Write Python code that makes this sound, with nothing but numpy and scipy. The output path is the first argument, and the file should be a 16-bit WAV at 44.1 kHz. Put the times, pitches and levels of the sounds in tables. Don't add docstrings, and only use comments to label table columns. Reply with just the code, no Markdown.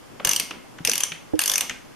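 import sys
import numpy as np
from scipy import signal
from scipy.fft import rfft, irfft, next_fast_len
from scipy.io import wavfile
from scipy.ndimage import uniform_filter1d, map_coordinates

SR = 44100
rng = np.random.default_rng(int(sys.argv[2]) if len(sys.argv) > 2 else 0)


def nominal_scale(level):
    x = np.asarray(level, float) / 20
    return 10 ** x


def file_out(sig):
    cols = np.atleast_2d(sig).T
    lim = np.clip(cols, -1, 1)
    pcm = np.round(lim * 32767).astype(np.int16)
    wavfile.write(sys.argv[1], SR, pcm)


N = 85995


def unit(x):
    return x / np.sqrt(np.mean(x ** 2) + 1e-20)


def along(points, hz):
    f, v = np.transpose(points)
    return np.interp(np.log(hz + 1), np.log(f + 1), v)


def filtered(x, response):
    m = next_fast_len(x.shape[-1] + 4096)
    spectrum = rfft(x, m) * response(np.fft.rfftfreq(m, 1 / SR))
    return irfft(spectrum, m)[..., :x.shape[-1]]


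def add(track, s, sound):
    part = track[:, round(s * SR):][:, :sound.shape[1]]
    part += sound[:, :part.shape[1]]


def hum():
    # (f/Hz, level/dB per Hz)
    spectrum = [(20, -4), (70, -2), (300, -2.5), (900, -7), (2200, -15), (5000, -19.5), (13500, -27.5),
                (15000, -58)]
    # (f/Hz, left-right likeness)
    likeness = [(60, -0.72), (130, -0.42), (290, -1.53), (640, -0.29), (1400, 0.22), (3100, 0.19),
                (15000, 0.013)]
    # (f/Hz, left over right/dB)
    balance = [(40, -1.5), (110, 4), (250, 1.5), (2000, 0)]

    def mid_side(hz):
        angle = np.arccos(np.clip(along(likeness, hz), -1, 1)) / 2
        return nominal_scale(along(spectrum, hz)) * [np.cos(angle), np.sin(angle)]

    mid, side = filtered(rng.standard_normal((2, N)), mid_side)
    pair = np.array([mid + side, mid - side])
    pair = filtered(pair, lambda hz: nominal_scale(along(balance, hz) * [[.5], [-.5]]))
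    return nominal_scale(-49 + 2.5) * unit(pair)


def shudder():
    # (t/s, level/dB)
    effort = [
        (0.15, -54),
        (0.3, -50),
        (0.55, -52.5),
        (0.7, -54.5),
        (0.9, -49.5),
        (1.15, -55.5),
        (1.28, -56),
        (1.5, -51),
        (1.749, -53.5),
        (1.85, -54),
    ]
    # (f/Hz, level/dB per Hz)
    spectrum = [(60, -23), (140, -1.5), (290, 4), (600, -9.5), (1200, -18), (2500, -61)]
    s, level_db = np.transpose(effort)
    lumps = map_coordinates(rng.standard_normal(64), [np.arange(N) * 25 / SR])
    a, b = unit(filtered(rng.standard_normal((2, N)), lambda hz: nominal_scale(along(spectrum, hz))))
    level = nominal_scale(np.interp(np.arange(N) / SR, s, level_db) + 2.9 * lumps)
    return level * np.array([a + 0.29 * b, a - 0.39 * b])


def chatter(shape):
    burst = shape * rng.standard_normal(len(shape))
    for _ in range(4):
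        z = rfft(burst)
        even = irfft(z / uniform_filter1d(np.abs(z), size=9), len(shape))
        burst = shape * even / np.sqrt(np.abs(uniform_filter1d(even ** 2, size=40)) + 1e-12)
    return burst


def contact(groups, hold_s):
    # (f/Hz, share)
    apart = [(1000, 0.11), (4000, 0.36), (12000, 0.85)]
    rise_s, sag_db, die_t60_s, roughness_db = 0.00059, 4, 0.019, 1.5
    scatter_db, detune = 2.5, 0.008
    wall_blur = 2.43
    t, f = np.arange(2048) / SR, np.fft.rfftfreq(4096, 1 / SR)
    sag = -sag_db * np.minimum(t / hold_s, 1)
    decay = -60 * np.maximum(t - hold_s, 0) / die_t60_s
    shape = np.minimum(t / rise_s, 1) * nominal_scale(sag + decay)
    shape = shape * nominal_scale(roughness_db * np.repeat(rng.standard_normal(len(t) // 32), 32))
    same, other = rfft(chatter(shape), 2 * len(t)), rfft(chatter(shape), 2 * len(t))
    out = 0
    for level_db, modes in groups:
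        luck = rng.standard_normal((len(modes), 2))

        def resonance(widening):
            total = 0
            for k, ((hz, width, db), (a, b)) in enumerate(zip(modes, luck)):
                damping = 1j * f * width * widening
                mode = damping / ((hz * (1 + detune * b)) ** 2 - f * f + damping)
                total = total + (-1) ** k * nominal_scale(db + scatter_db * a) * mode
            return total

        near = resonance(1)
        spectra = [same * near, other * near * along(apart, f), same * resonance(wall_blur)]
        mid, side, far = irfft(spectra)
        size = np.linalg.norm(mid)
        sound = np.array([(mid + side) / size, (mid - side) / size, far / np.linalg.norm(far)])
        out = out + nominal_scale(level_db) * sound
    return out


def slack():
    # (t/s, level/dB, low modes/dB, upper modes/dB, loaded mode f/Hz)
    clacks = [
        (0.1976, -40.5, 7.5, -30, 2270),
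        (0.2455, -44, 6, -5, 1700),
        (0.5082, -34.5, 2.5, -2.5, 2610),
        (0.7841, -42.5, -29, -8, 1490),
        (1.1182, -30, -9, -7, 2450),
        (1.3551, -56.5, -4, 7, 2970),
        (1.403, -34, -29, 4, 3100),
        (1.6955, -29.5, -8.5, 1.5, 2050),
        (1.7084, -37, -2, -12, 2400),
        (1.909, -69, -15, 3, 2200),
    ]
    # (f/Hz, width/Hz, level/dB)
    socket = [(620, 940, -7.5), (1237, 190, 6), (1700, 1640, -4), (2300, 590, -1), (2900, 650, 0),
              (5160, 1700, 4), (6280, 840, 8.5), (8550, 1300, -6.5), (13000, 6000, -12)]
    soft_hz, energy_db = 3760, 21.5
    dull, bright = np.zeros((2, 3, N))
    for s, db, low_db, upper_db, loaded_hz in clacks:
        groups = [(low_db, socket[:2]), (0, socket[2:5]), (1.5, [(loaded_hz, 380, 0)])]
        add(dull, s, nominal_scale(db + energy_db) * contact(groups, hold_s=0.0054))
        add(bright, s, nominal_scale(db + energy_db) * contact([(upper_db, socket[5:])], hold_s=0.0017))
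    return bright + filtered(dull, lambda f: 1 / (1 + 1j * f / soft_hz - (f / soft_hz) ** 2) ** 2)


def stand():
    onsets = [.201, .206, .508, .805, .882, 1.117, 1.3345, 1.35, 1.70]
    # (level/dB, f/Hz, t60/s, left share relative to right)
    bumps = [
        [(-31, 248, 0.022, 1.1)],
        [(-14, 596, 0.011, .88)],
        [(-28.5, 310, 0.045, 0.6)],
        [(-27, 167, 0.059, 1.2), (-24.5, 250, .023, 1.34)],
        [(-23, 475, 0.06, 1.33), (-23.5, 640, 0.042, 0.52)],
        [(-37, 160, 0.14, 0.65)],
        [(-8, 311.6, 0.13, -0.32), (-11, 429, 0.049, -0.27), (-13, 514, 0.066, -.55), (-26.5, 87, 0.088, -1.84),
         (-25, 827, .038, 0.46), (-34.5, 1700, 0.021, .77)],
        [(-10, 360, 0.027, -0.85), (-19.5, 478, 0.033, 0.57)],
        [(-48, 250, 0.26, 1)],
    ]
    out, t = np.zeros((2, N)), np.arange(SR // 4) / SR
    for s, shakes in zip(onsets, bumps):
        for db, hz, t60, left in shakes:
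            rise = (1 - np.exp(-t / 0.0013)) ** 2
            shake = nominal_scale(db - 60 * t / t60) * rise * np.sin(2 * np.pi * hz * t)
            add(out, s, shake * np.array([[left], [1]]))
    return out


def garage(x):
    # (f/Hz, t60/s)
    decay = [(300, 0.3), (1300, 0.33), (3500, 0.41), (9000, 0.35), (15000, 0.26)]
    # (f/Hz, level/dB)
    tone = [(300, 5.5), (1500, -3.5), (5000, -8), (14000, -3.5), (14600, -10), (15000, -45)]
    level_db, delay_s, likeness = -6, 0.004, 0.6
    out, size = np.zeros((2, N)), SR // 20
    angle = np.arccos(likeness) / 2
    for start in range(0, N, size):
        hz, t, z = signal.stft(rng.standard_normal((2, SR // 2)), SR, nperseg=256)
        tail_db = along(tone, hz)[:, None] - 60 * t / along(decay, hz)[:, None]
        a, b = signal.istft(z * nominal_scale(tail_db), SR, nperseg=256)[1]
        mid, side = np.cos(angle) * a, np.sin(angle) * b
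        tail = np.array([mid + side, mid - side]) / np.linalg.norm(a)
        add(out, start / SR + delay_s, signal.fftconvolve(x[None, start:start + size], tail, axes=1))
    return nominal_scale(level_db) * out


def pawl():
    # (t/s, head level/dB, handle over head/dB, pawl over head/dB, loaded handle f/Hz)
    stroke_1 = [
        (0.2483, -9, -9, -7.5, 2900),
        (0.2712, -12.5, -1.5, -27, 2900),
        (0.2914, -13, -5, -1.5, 2900),
        (0.3117, -13, -13.5, -5.5, 2920),
        (0.3326, -12.5, -8, -13.5, 2700),
        (0.361, -11, -8, -11.5, 3100),
        (0.3974, -10.5, -14.5, -19, 3150),
    ]
    stroke_2 = [
        (0.8493, -13.5, -5.5, -9, 2700),
        (0.8728, -12.5, -9, -8, 2700),
        (0.895, -13, -12, -3.5, 2700),
        (0.9145, -16, -11.5, -7, 3530),
        (0.9334, -16, -21, -10, 3500),
        (0.9548, -15, -10, -8, 2860),
        (0.9782, -13, -15, -15, 3100),
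        (1.0038, -13.5, -9.5, -13, 3120),
        (1.034, -13.5, -9.5, -1.5, 3180),
    ]
    stroke_3 = [(1.3911, -10.5, -11, -14.5, 1710), (1.4143, -13, -10, -18, 2630),
                (1.4364, -15, -14.5, -14, 3400), (1.4582, -12.5, -17.5, -14, 3060),
                (1.477, -12.5, -14.5, -10, 3300), (1.496, -13, -8.5, -4.5, 3460),
                (1.516, -13, -12.5, -18, 3600), (1.5361, -12, -15, -10, 3430),
                (1.556, -14.5, -10.5, -2, 2710), (1.5786, -10, -14.5, -30, 2500),
                (1.6078, -11.5, -7.5, -9.5, 2900)]
    # (pawl f/Hz, cheek f/Hz, cheek level/dB, crown f/Hz, crown level/dB)
    seating = [(6080, 5070, -4, 9000, -2), (5800, 5200, -21, 8700, -9), (6040, 5400, -10, 9040, 6.5),
               (5900, 5000, -0.5, 9500, -14), (5930, 5400, -5, 8500, -5), (5900, 4800, -5, 8800, 1),
               (5700, 4700, -15, 8560, -3.5), (6070, 5050, 2.5, 9100, 4), (5780, 5060, 6, 8100, -3),
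               (6060, 5140, 1, 9230, 4), (5870, 5100, -5, 4600, 3), (5900, 2900, 6, 9800, 5),
               (5860, 3500, -12, 8900, -2), (6100, 5100, -3, 9560, 2), (6140, 5500, -9.5, 9400, 2),
               (6050, 7500, -4, 8850, 4), (6150, 4500, -12, 9070, 3.5), (6400, 4100, -4, 9200, -1),
               (6450, 4600, -2, 9100, -3), (6100, 4800, -1, 10000, 4), (6100, 5650, 2, 9200, 0),
               (5900, 5150, -2, 9940, 1), (5800, 5000, -5, 8700, 0), (6150, 5200, -2, 8200, -8),
               (6010, 5500, 3, 8700, -3), (6270, 5800, -5, 9000, -0.5), (5980, 7000, -18, 8400, 1)]
    # (f/Hz, level re loaded mode/dB, chatter/ms)
    grip = [(1700, -8.5, 2.6), (1670, -8, 3.3), (1610, -23, 2.4), (3350, -1, 3.1), (3100, -33, 1.8),
            (2700, -31, 1.9), (2600, 1, 2.8), (3100, -14, 1.15), (3500, -10, 2.4), (1610, -2.5, 1.7),
            (2500, -5, 1.7), (2620, 8, 3.6), (1700, -17, 1.9), (2280, -14, 1.9), (2700, -2.5, 4.2),
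            (1690, -8.5, 3.2), (2820, 3.5, 1.5), (1700, -20, 6), (2500, -10, 1.5), (1630, -4, 2.1),
            (2860, -2, 2.9), (1600, -6.5, 2.6), (1650, -5, 4), (1710, -2, 2.5), (1620, -6, 3.3),
            (1600, -32, 4), (3620, -11, 1.8)]
    # (f/Hz, width/Hz, level/dB)
    head = [(4490, 420, -0.5), (7710, 610, 3.5), (8490, 490, -2), (10180, 830, 3), (10610, 960, 2),
            (12400, 750, 4.5), (12900, 1200, -1)]
    handle = [(1166, 213, -10), (1573, 80, -5.5), (2570, 520, -5.5), (2857, 432, 0.5), (3380, 800, -4.5)]
    # (ratio to seated pitch, width/Hz, level/dB)
    pawl_modes = [(0.998, 248, 5), (1.048, 300, 0)]
    # (f/Hz, level/dB, t60/s)
    ringing = [(2155, -35.5, 0.75), (2263, -41, 0.72), (2910, -22, 0.088), (3120, -47, 0.3),
               (6000, -47, 0.088), (6370, -54, .12)]
    head_db, handle_base_db, pawl_base_db, seated_db = 11.5, 21.5, 20, 7.5
    loaded_width = 190
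    out, t = np.zeros((3, N)), np.arange(SR // 3) / SR
    for snap, seat, held in zip([*stroke_1, *stroke_2, *stroke_3], seating, grip):
        s, db, handle_db, pawl_db, loaded_hz = snap
        pawl_hz, cheek_hz, cheek_db, crown_hz, crown_db = seat
        grip_hz, grip_db, chatter_ms = held
        handle_level = handle_base_db + handle_db
        loaded_level = handle_level - 2
        groups = [
            (head_db, head),
            (handle_level - 6, handle),
            (loaded_level, [(loaded_hz, loaded_width, 0)]),
            (seated_db + cheek_db, [(cheek_hz, 280, 0)]),
            (seated_db + crown_db, [(crown_hz, 380, 0)]),
            (loaded_level + grip_db, [(grip_hz, loaded_width, 0)]),
            (pawl_base_db + pawl_db, [(pawl_hz * ratio, width, g) for ratio, width, g in pawl_modes]),
            (head_db - 10, [(7150, 12000, 0)]),
        ]
        add(out, s, nominal_scale(db) * contact(groups, chatter_ms / 1000))
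        ring = np.zeros(len(t))
        for hz, g, t60 in ringing:
            a, b = rng.standard_normal(2)
            decay = nominal_scale(g + 1.3 * a - 60 * t / t60)
            ring += decay * np.sin(2 * np.pi * hz * (1 + 0.0055 * b) * t)
        add(out, s, nominal_scale(db - 2.5) * np.array([ring, ring, ring]))
    return out


def scene():
    left, right, far = pawl() + slack()
    tool = np.array([left, right]) * nominal_scale(1.7 * np.array([[.5], [-.5]]))
    return hum() + shudder() + tool + stand() + garage(far)


def top_cut(x):
    return signal.sosfilt(signal.butter(12, 16640, fs=SR, output="sos"), x)


def record(dry):
    # (f/Hz, width/Hz, depth)
    notches = [(3870, 59, 1), (4070, 670, 0.23), (7870, 170, 0.38)]
    # (f/Hz, level/dB)
    roll = [(13800, 0.75), (14700, -6), (15300, -22), (16500, -32)]

    def response(hz):
        gain = nominal_scale(along(roll, hz)) * (hz < 16640)
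        for centre, width, depth in notches:
            gain = gain * (1 - np.clip(depth, 0, 1) * np.exp(-((hz - centre) / width) ** 2))
        return gain

    return top_cut(filtered(dry, response))


dry = scene()
out = record(dry)
file_out(out)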